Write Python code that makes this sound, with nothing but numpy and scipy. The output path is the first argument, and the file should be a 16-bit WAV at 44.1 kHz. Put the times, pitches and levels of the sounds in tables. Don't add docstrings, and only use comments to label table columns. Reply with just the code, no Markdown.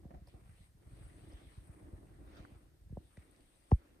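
import sys
import numpy as np
from scipy import signal
from scipy.fft import rfft, irfft
from scipy.io import wavfile
from scipy.ndimage import uniform_filter1d

SR = 44100
rng = np.random.default_rng(int(sys.argv[2]) if len(sys.argv) > 2 else 0)


def wav_record(signal):
    frames = np.transpose(np.atleast_2d(signal))
    bounded = np.clip(frames, -1, 1)
    quanta = np.round(bounded * 32767).astype(np.int16)
    wavfile.write(sys.argv[1], SR, quanta)


N = 176400

# (time [s], relative level [dB])
SWISH_LEVEL = [(0, -85), (.25, -85), (.37, -80.5), (.48, -77), (.65, -77), (.71, -89), (.82, -83),
               (.96, -74), (1.1, -75), (1.35, -73.5), (1.55, -75), (1.7, -76), (2.0, -78), (2.2, -80),
               (2.38, -68), (2.47, -75.5), (2.56, -77), (2.75, -88.5), (2.93, -88), (3.02, -89),
               (3.15, -81.5), (3.21, -77.5), (3.35, -82.5), (3.7, -82), (3.86, -75), (4, -81.5)]
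# (frequency [Hz], gain [dB])
SWISH_SPECTRUM = [(100, -19), (500, 6), (1000, 4.5), (1450, 2), (1950, 2), (2500, -2.5), (3600, -10.5),
                  (5000, -18), (7000, -18), (9000, -27), (12000, -21), (16000, -27)]
# (time [s], relative level [dB])
STROKE_LEVEL = [(0, -100), (.25, -95), (.3, -78.5), (.4, -96), (.64, -77.5), (.71, -100), (.97, -80.5),
                (1.15, -80.5), (1.35, -76), (1.55, -77.5), (1.7, -91), (2.2, -90.5), (2.3, -82),
                (2.38, -71), (2.47, -80), (2.56, -88), (2.92, -100), (3.0, -83.5), (3.25, -84.5),
                (3.7, -81.5), (4, -99)]
# (frequency [Hz], gain [dB])
STROKE_SPECTRUM = [(100, -18), (1500, -6), (2800, 2), (3700, 3), (4800, -3.5), (5500, -11.5), (6400, -9),
                   (7500, -37), (16000, -30)]
# (time [s], relative level [dB])
SHEEN_LEVEL = [(0.0, -83), (0.05, -96), (0.24, -94), (0.27, -82.5), (0.38, -84.5), (0.65, -76.5),
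               (0.73, -90), (1.02, -73.5), (1.38, -78), (1.79, -76.5), (1.85, -82), (2.64, -84),
               (2.71, -95), (2.81, -88), (2.86, -92), (3.15, -77), (3.3, -82.5), (3.31, -87), (3.32, -79.5),
               (3.75, -77.5), (3.79, -88), (4.0, -88)]
# (frequency [Hz], gain [dB])
SHEEN_SPECTRUM = [(20, -72), (7750, -50), (8030, 6), (8600, 2.5), (10000, -2), (11000, -9), (12000, -27),
                  (15000, -31)]
# (time [s], length [s], level [dB])
FINGER_DRAGS = [(0.427, 0.11, -76.5), (.93, 0.15, -77), (1.058, 0.13, -75.5), (3.17, 0.088, -75.5),
                (3.317, 0.059, -76)]
# (frequency [Hz], gain [dB])
DRAG_SPECTRUM = [(100, -30), (800, -20), (1150, 1), (1500, -7), (1900, 1), (2600, -2), (3400, -13),
                 (6000, -21), (16000, -43)]
# (time [s], peak [dB], centre [Hz], width [octaves], decay [s], left minus right [dB])
STRAND_SNAPS = [(0.2718, -61.5, 4900, 0.16, 0.0036, -5), (.284, -67, 5100, 0.2, .004, 0),
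                (.275, -66, 10000, .35, .012, 2), (1.3214, -63, 5040, 0.17, 0.004, -7),
                (1.334, -70, 5200, .16, .004, -9), (1.672, -63.5, 9500, 0.19, .005, 11),
                (2.368, -67, 4840, 0.13, .008, -14), (2.4502, -46.5, 1250, .36, .0025, 1),
                (3.1712, -53.5, 1920, 0.27, 0.0032, 1), (3.1714, -63, 4200, 0.67, 0.0033, -2),
                (3.3107, -62, 9500, .2, .004, 9), (3.3618, -63, 4000, 1, 0.003, 2),
                (3.407, -63, 4000, 0.99, 0.0023, 4), (3.708, -61, 4850, 0.67, 0.016, 4)]

# (time [s], relative level [dB])
RUB_LEVEL = [(0, -69.5), (.31, -77.5), (.37, -65), (.46, -84), (.7, -85.5), (.85, -70), (1.05, -68.5),
             (1.31, -63.5), (1.45, -67), (1.55, -78), (1.83, -62.5), (2.05, -67), (2.26, -63), (2.5, -65.5),
             (2.7, -76), (2.86, -81.5), (3.02, -68.5), (3.12, -81), (3.22, -72), (3.38, -70.5),
             (3.58, -83.5), (3.8, -72), (4, -72.5)]
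# (frequency [Hz], gain [dB])
RUB_SPECTRUM = [(30, -25), (120, -5.5), (235, -6), (290, 3), (335, 2.5), (380, -4.5), (480, -10),
                (620, -11.5), (730, -13), (860, -16.5), (1100, -20.5), (1600, -29), (4000, -66),
                (16000, -86)]
# (time [s], level [dB], decay [s])
CAP_SCUFFS = [(0.033, -60, 0.013), (0.1056, -52.5, 0.017), (0.138, -55, 0.032), (.339, -58, 0.024),
              (2.378, -59, .06)]
# (frequency [Hz], gain [dB])
SCUFF_SPECTRUM = [(40, -15), (200, 4), (360, -1.5), (460, -14), (560, 0.5), (630, -3.5), (705, 7.5),
                  (850, -14), (980, -11), (1300, -19.5), (1800, -18.5), (2500, -27), (5000, -39),
                  (16000, -56)]
# (time [s], relative level [dB], upper edge [Hz])
CAP_TAPS = [(0.048, -55.5, 1000), (.065, -52, 680), (.2735, -54.5, 1900), (.284, -57.5, 1300),
            (1.322, -54.5, 1000), (2.896, -61, 800), (2.972, -41.5, 580)]
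# (frequency [Hz], gain [dB], decay [s])
CAP_RESONANCES = [(560, 0.5, 0.004), (690, -2.5, 0.0043), (950, -4, .003), (1840, -8, .002)]

# (time [s], peak [dB], upper edge [Hz], tilt [dB per octave])
CASE_BUMPS = [(0.0512, -40, 390, 1.5), (0.1388, -45.5, 201, 3.5), (0.154, -49, 130, -9.5),
              (0.214, -46, 296, -1.5), (0.272, -55, 200, -3), (0.337, -45, 500, 0.5),
              (0.413, -52.5, 200, -1), (0.487, -50.5, 218, 1.5), (0.6, -49, 200, -0.5),
              (.745, -55.5, 220, 0), (0.858, -51, 120, -6), (0.969, -50.5, 110, -11), (1.21, -50, 120, -5),
              (1.331, -42.5, 130, -9), (1.465, -53, 100, -5), (1.571, -43.5, 190, -3),
              (1.6885, -42, 180, -1.5), (1.925, -43, 300, -2), (1.947, -47, 110, 2),
              (2.1867, -48.5, 99, -8), (2.3936, -42.5, 250, -2), (2.514, -51.5, 300, 1.5),
              (2.55, -49.5, 102, 6), (2.8066, -50.5, 110, -8), (2.8997, -40, 170, 0),
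              (2.923, -36.5, 470, -1), (2.97, -37, 880, 3.5), (3.1728, -45, 800, 1), (3.184, -51, 110, -9)]
# (frequency [Hz], gain [dB])
BUMP_SPECTRUM = [(12, -54), (30, -27), (50, 2), (72, 1), (105, -2.5), (200, -7.5), (300, -20), (500, -20.5),
                 (750, -29.5), (1050, -33), (1400, -41), (1900, -36), (3000, -55), (15000, -84)]
# (frequency [Hz], gain [dB])
KNOCK_SPECTRUM = [(12, -36), (30, -13), (50, 1), (72, 5), (105, 1), (200, -9.5), (300, -19), (470, -19),
                  (640, -33), (780, -19.5), (950, -26.5), (1040, -25), (1420, -50), (1850, -45.5),
                  (2400, -58), (3000, -54), (3600, -67), (6000, -67), (9000, -95), (15000, -99)]
# (frequency [Hz], phase [rad])
KNOCK_PHASE = [(350, 0), (480, 0.35), (620, -0.1), (900, 1.87), (1300, 2), (1700, 4.5), (2500, 6),
               (3100, 8)]
# (time [s], level [dB])
GRIP_LEVEL = [(0, -55), (.4, -65), (.62, -58.5), (.72, -68.5), (1.0, -54), (1.3, -57.5), (1.53, -62.5),
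              (1.9, -55), (2.3, -60), (2.7, -67), (2.95, -56), (3.1, -74), (3.45, -75.5), (3.65, -84),
              (4, -64.5)]
# (frequency [Hz], gain [dB])
GRIP_SPECTRUM = [(10, -65), (28, -19.5), (50, 2), (75, -0.5), (120, -6.5), (200, -15.5), (400, -65),
                 (16000, -100)]

# (frequency [Hz], gain [dB])
ROOM_SPECTRUM = [(15, 32.5), (50, 35.5), (130, 22.5), (300, 18), (500, 13), (1000, 3), (1400, 4.5),
                 (1800, 8.5), (2300, 2), (4500, 4), (7700, -0.5), (8200, 2.5), (10000, -0.5), (12000, 1.5),
                 (15500, -5.5)]
# (frequency [Hz], correlation [-1 to 1])
MIC_LIKENESS = [(20, 0.97), (150, 0.98), (300, 0.68), (450, 0.85), (650, 0.24), (950, -0.48), (1400, 0.035),
                (2000, 0.24), (3000, -0.2), (6000, 0.16), (10000, 0.51), (14000, 0.52)]
# (frequency [Hz], phase [rad])
MIC_PHASE = [(40, 0.5), (160, 0.59), (215, 0), (300, -0.48), (450, -1.13), (650, .2), (1500, 0.26)]


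def strand_swish():
    slide = friction(SWISH_SPECTRUM, slips_per_s=4000, spread_db=1.5, clump_db=0.5, clump_hz=34.4)
    slide = patchy(slide, depth_db=2.5) * amp(level(SWISH_LEVEL) + 3.5)
    stroke = friction(STROKE_SPECTRUM, slips_per_s=9000, spread_db=0.2, clump_db=0, clump_hz=35)
    stroke = patchy(stroke, depth_db=3) * amp(level(STROKE_LEVEL) + 1.5)
    return slide + stroke


def strand_sheen(right_db=-13):
    hiss = friction(SHEEN_SPECTRUM, slips_per_s=12000, spread_db=-1, clump_db=0.8, clump_hz=35)
    hiss = patchy(hiss, depth_db=1.5) * amp(level(SHEEN_LEVEL) + 4.5)
    return hiss * amp([[0], [right_db]])


def finger_drags():
    t, pressure = np.arange(N) / SR, np.zeros(N)
    for start_s, length_s, db in FINGER_DRAGS:
        pressure += amp(db) * np.sin(np.pi * np.clip((t - start_s) / length_s, 0, 1))
    return pressure * friction(DRAG_SPECTRUM, slips_per_s=1300, spread_db=0, clump_db=3, clump_hz=50)


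def strand_snaps():
    out, hz, margin_s = np.zeros((2, N)), np.fft.rfftfreq(4096, 1 / SR), 0.005
    age = np.arange(4096) / SR - margin_s
    for start_s, db, centre_hz, octaves, decay_s, pan_db in STRAND_SNAPS:
        band = np.exp(-0.5 * (np.log2((hz + 1) / centre_hz) / octaves) ** 2)
        burst = rng.standard_normal((3, 4096)) * (age >= 0) * np.exp(-abs(age) / decay_s)
        tick = irfft(rfft(burst[:2] + burst[2]) * band)
        tick /= abs(tick).max(axis=1, keepdims=True)
        add(out, start_s - margin_s, tick * amp([[db + pan_db / 2], [db - pan_db / 2]]))
    return out


def cap_rub():
    rustle = friction(RUB_SPECTRUM, slips_per_s=2500, spread_db=-1, clump_db=1.5, clump_hz=25.1)
    return rustle * amp(level(RUB_LEVEL) + 2.5)


def cap_scuffs(attack_s=0.0022):
    t, pressure = np.arange(N) / SR, np.zeros(N)
    for start_s, db, decay_s in CAP_SCUFFS:
        age = np.maximum(t - start_s, 0)
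        pressure += amp(db) * np.minimum(age / attack_s, 1) * np.exp(-age / decay_s)
    return pressure * friction(SCUFF_SPECTRUM, slips_per_s=4000, spread_db=0.5, clump_db=1, clump_hz=80)


def cap_taps():
    out, t = np.zeros((2, N)), np.arange(2048) / SR
    for start_s, db, edge_hz in CAP_TAPS:
        for hz, mode_db, decay_s in CAP_RESONANCES:
            gain = amp(db + mode_db) * softness(hz, edge_hz)
            envelope = np.exp(-t / decay_s) * (1 - np.exp(-t * hz))
            add(out, start_s, gain * envelope * np.sin(2 * np.pi * hz * t))
    return out


def case_bumps():
    out = np.zeros((2, N))
    for start_s, db, edge_hz, tilt_db in CASE_BUMPS:
        add(out, *thump(start_s, db, BUMP_SPECTRUM, MIC_PHASE,
                        bass_lag_s=0.0872, edge_hz=edge_hz, tilt_db=tilt_db))
    knock = thump(start_s=3.7161, peak_db=-14.5, spectrum=KNOCK_SPECTRUM, phase=KNOCK_PHASE,
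                  bass_lag_s=0.11)
    add(out, *knock)
    return out


def thump(start_s, peak_db, spectrum, phase, bass_lag_s, edge_hz=SR, tilt_db=0):
    hz, margin_s = np.fft.rfftfreq(8192, 1 / SR), 0.005
    knee_hz = 17.94
    lag_cycles = bass_lag_s * knee_hz * np.log1p(hz / knee_hz) + margin_s * hz
    gain = amp(read(spectrum, hz) + tilt_db * np.log2(hz + 1)) * softness(hz, edge_hz)
    response = gain * np.exp(-2j * np.pi * lag_cycles) * mic_turn(phase, hz)
    wave = np.fft.ifft(response, 8192)[:, :6000]
    return start_s - margin_s, amp(peak_db) * wave.real / abs(wave).max()


def grip_rumble():
    tremor = friction(GRIP_SPECTRUM, slips_per_s=1300, spread_db=3.5, clump_db=2, clump_hz=20)
    return tremor * amp(level(GRIP_LEVEL))


def room_tone(level_db=-70.5):
    return at_microphones(rng.standard_normal((2, N)), ROOM_SPECTRUM) * amp(level_db)


def friction(spectrum, slips_per_s, spread_db, clump_db, clump_hz):
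    size = amp(spread_db * np.minimum(rng.exponential(1, N), 5))
    slips = rng.standard_normal((2, N)) * size * (rng.random(N) < slips_per_s / SR)
    return at_microphones(slips * amp(clump_db * wander(clump_hz)), spectrum)


def patchy(sound, depth_db, patch_s=0.055, patch_hz=500):
    frames = signal.stft(sound, nperseg=512)[2]
    patches = rng.standard_normal(frames.shape[1:])
    patches = uniform_filter1d(patches, round(patch_hz * 512 / SR), axis=0)
    patches = uniform_filter1d(patches, round(patch_s * SR / 256), axis=1)
    frames *= amp(depth_db * unit_rms(patches))
    return unit_rms(signal.istft(frames, nperseg=512)[1][:, :N])


def at_microphones(noise, spectrum):
    hz = np.fft.rfftfreq(N, 1 / SR)
    first, second = rfft(noise)
    likeness = read(MIC_LIKENESS, hz)
    mid, side = first * np.sqrt(1 + likeness), second * np.sqrt(1 - likeness)
    pair = np.array([mid + side, mid - side])
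    return unit_rms(irfft(pair * amp(read(spectrum, hz)) * mic_turn(MIC_PHASE, hz), N))


def mic_turn(phase, hz):
    return np.exp(0.5j * np.array([[1], [-1]]) * read(phase, hz))


def softness(hz, edge_hz):
    return 1 / np.sqrt(1 + (hz / edge_hz) ** 10)


def wander(rate_hz):
    hz = np.fft.rfftfreq(N, 1 / SR)
    return unit_rms(irfft(rfft(rng.standard_normal(N)) / (1 + (hz / rate_hz) ** 4), N))


def amp(db):
    return 10 ** (np.asarray(db) / 20)


def unit_rms(x):
    return x / np.sqrt(np.mean(x ** 2) + 1e-30)


def read(points, hz):
    point_hz, value = np.transpose(points)
    return np.interp(np.log(hz + 1), np.log(point_hz + 1), value)


def level(points):
    return np.interp(np.arange(N) / SR, *np.transpose(points))


def add(mix, start_s, sound):
    part = mix[:, max(round(start_s * SR), 0):][:, :sound.shape[-1]]
    part += sound[..., :part.shape[1]]


def scene():
    hair_piece = cap_rub() + strand_swish() + strand_sheen() + finger_drags()
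    contacts = cap_scuffs() + cap_taps() + strand_snaps()
    return hair_piece + contacts + case_bumps() + grip_rumble() + room_tone()


def record(dry, low_cut_hz=24, high_cut_hz=15500):
    hz = np.fft.rfftfreq(2 * N, 1 / SR)
    low_cut = 1 / np.sqrt(1 + (low_cut_hz / (hz + 1)) ** 8)
    trimmed = irfft(rfft(dry, 2 * N) * low_cut)[:, :N]
    band_limit = signal.firwin(511, high_cut_hz, window=("kaiser", 9), fs=SR)
    return signal.oaconvolve(trimmed, band_limit[None], "same")


dry = scene()
out = record(dry)
wav_record(out)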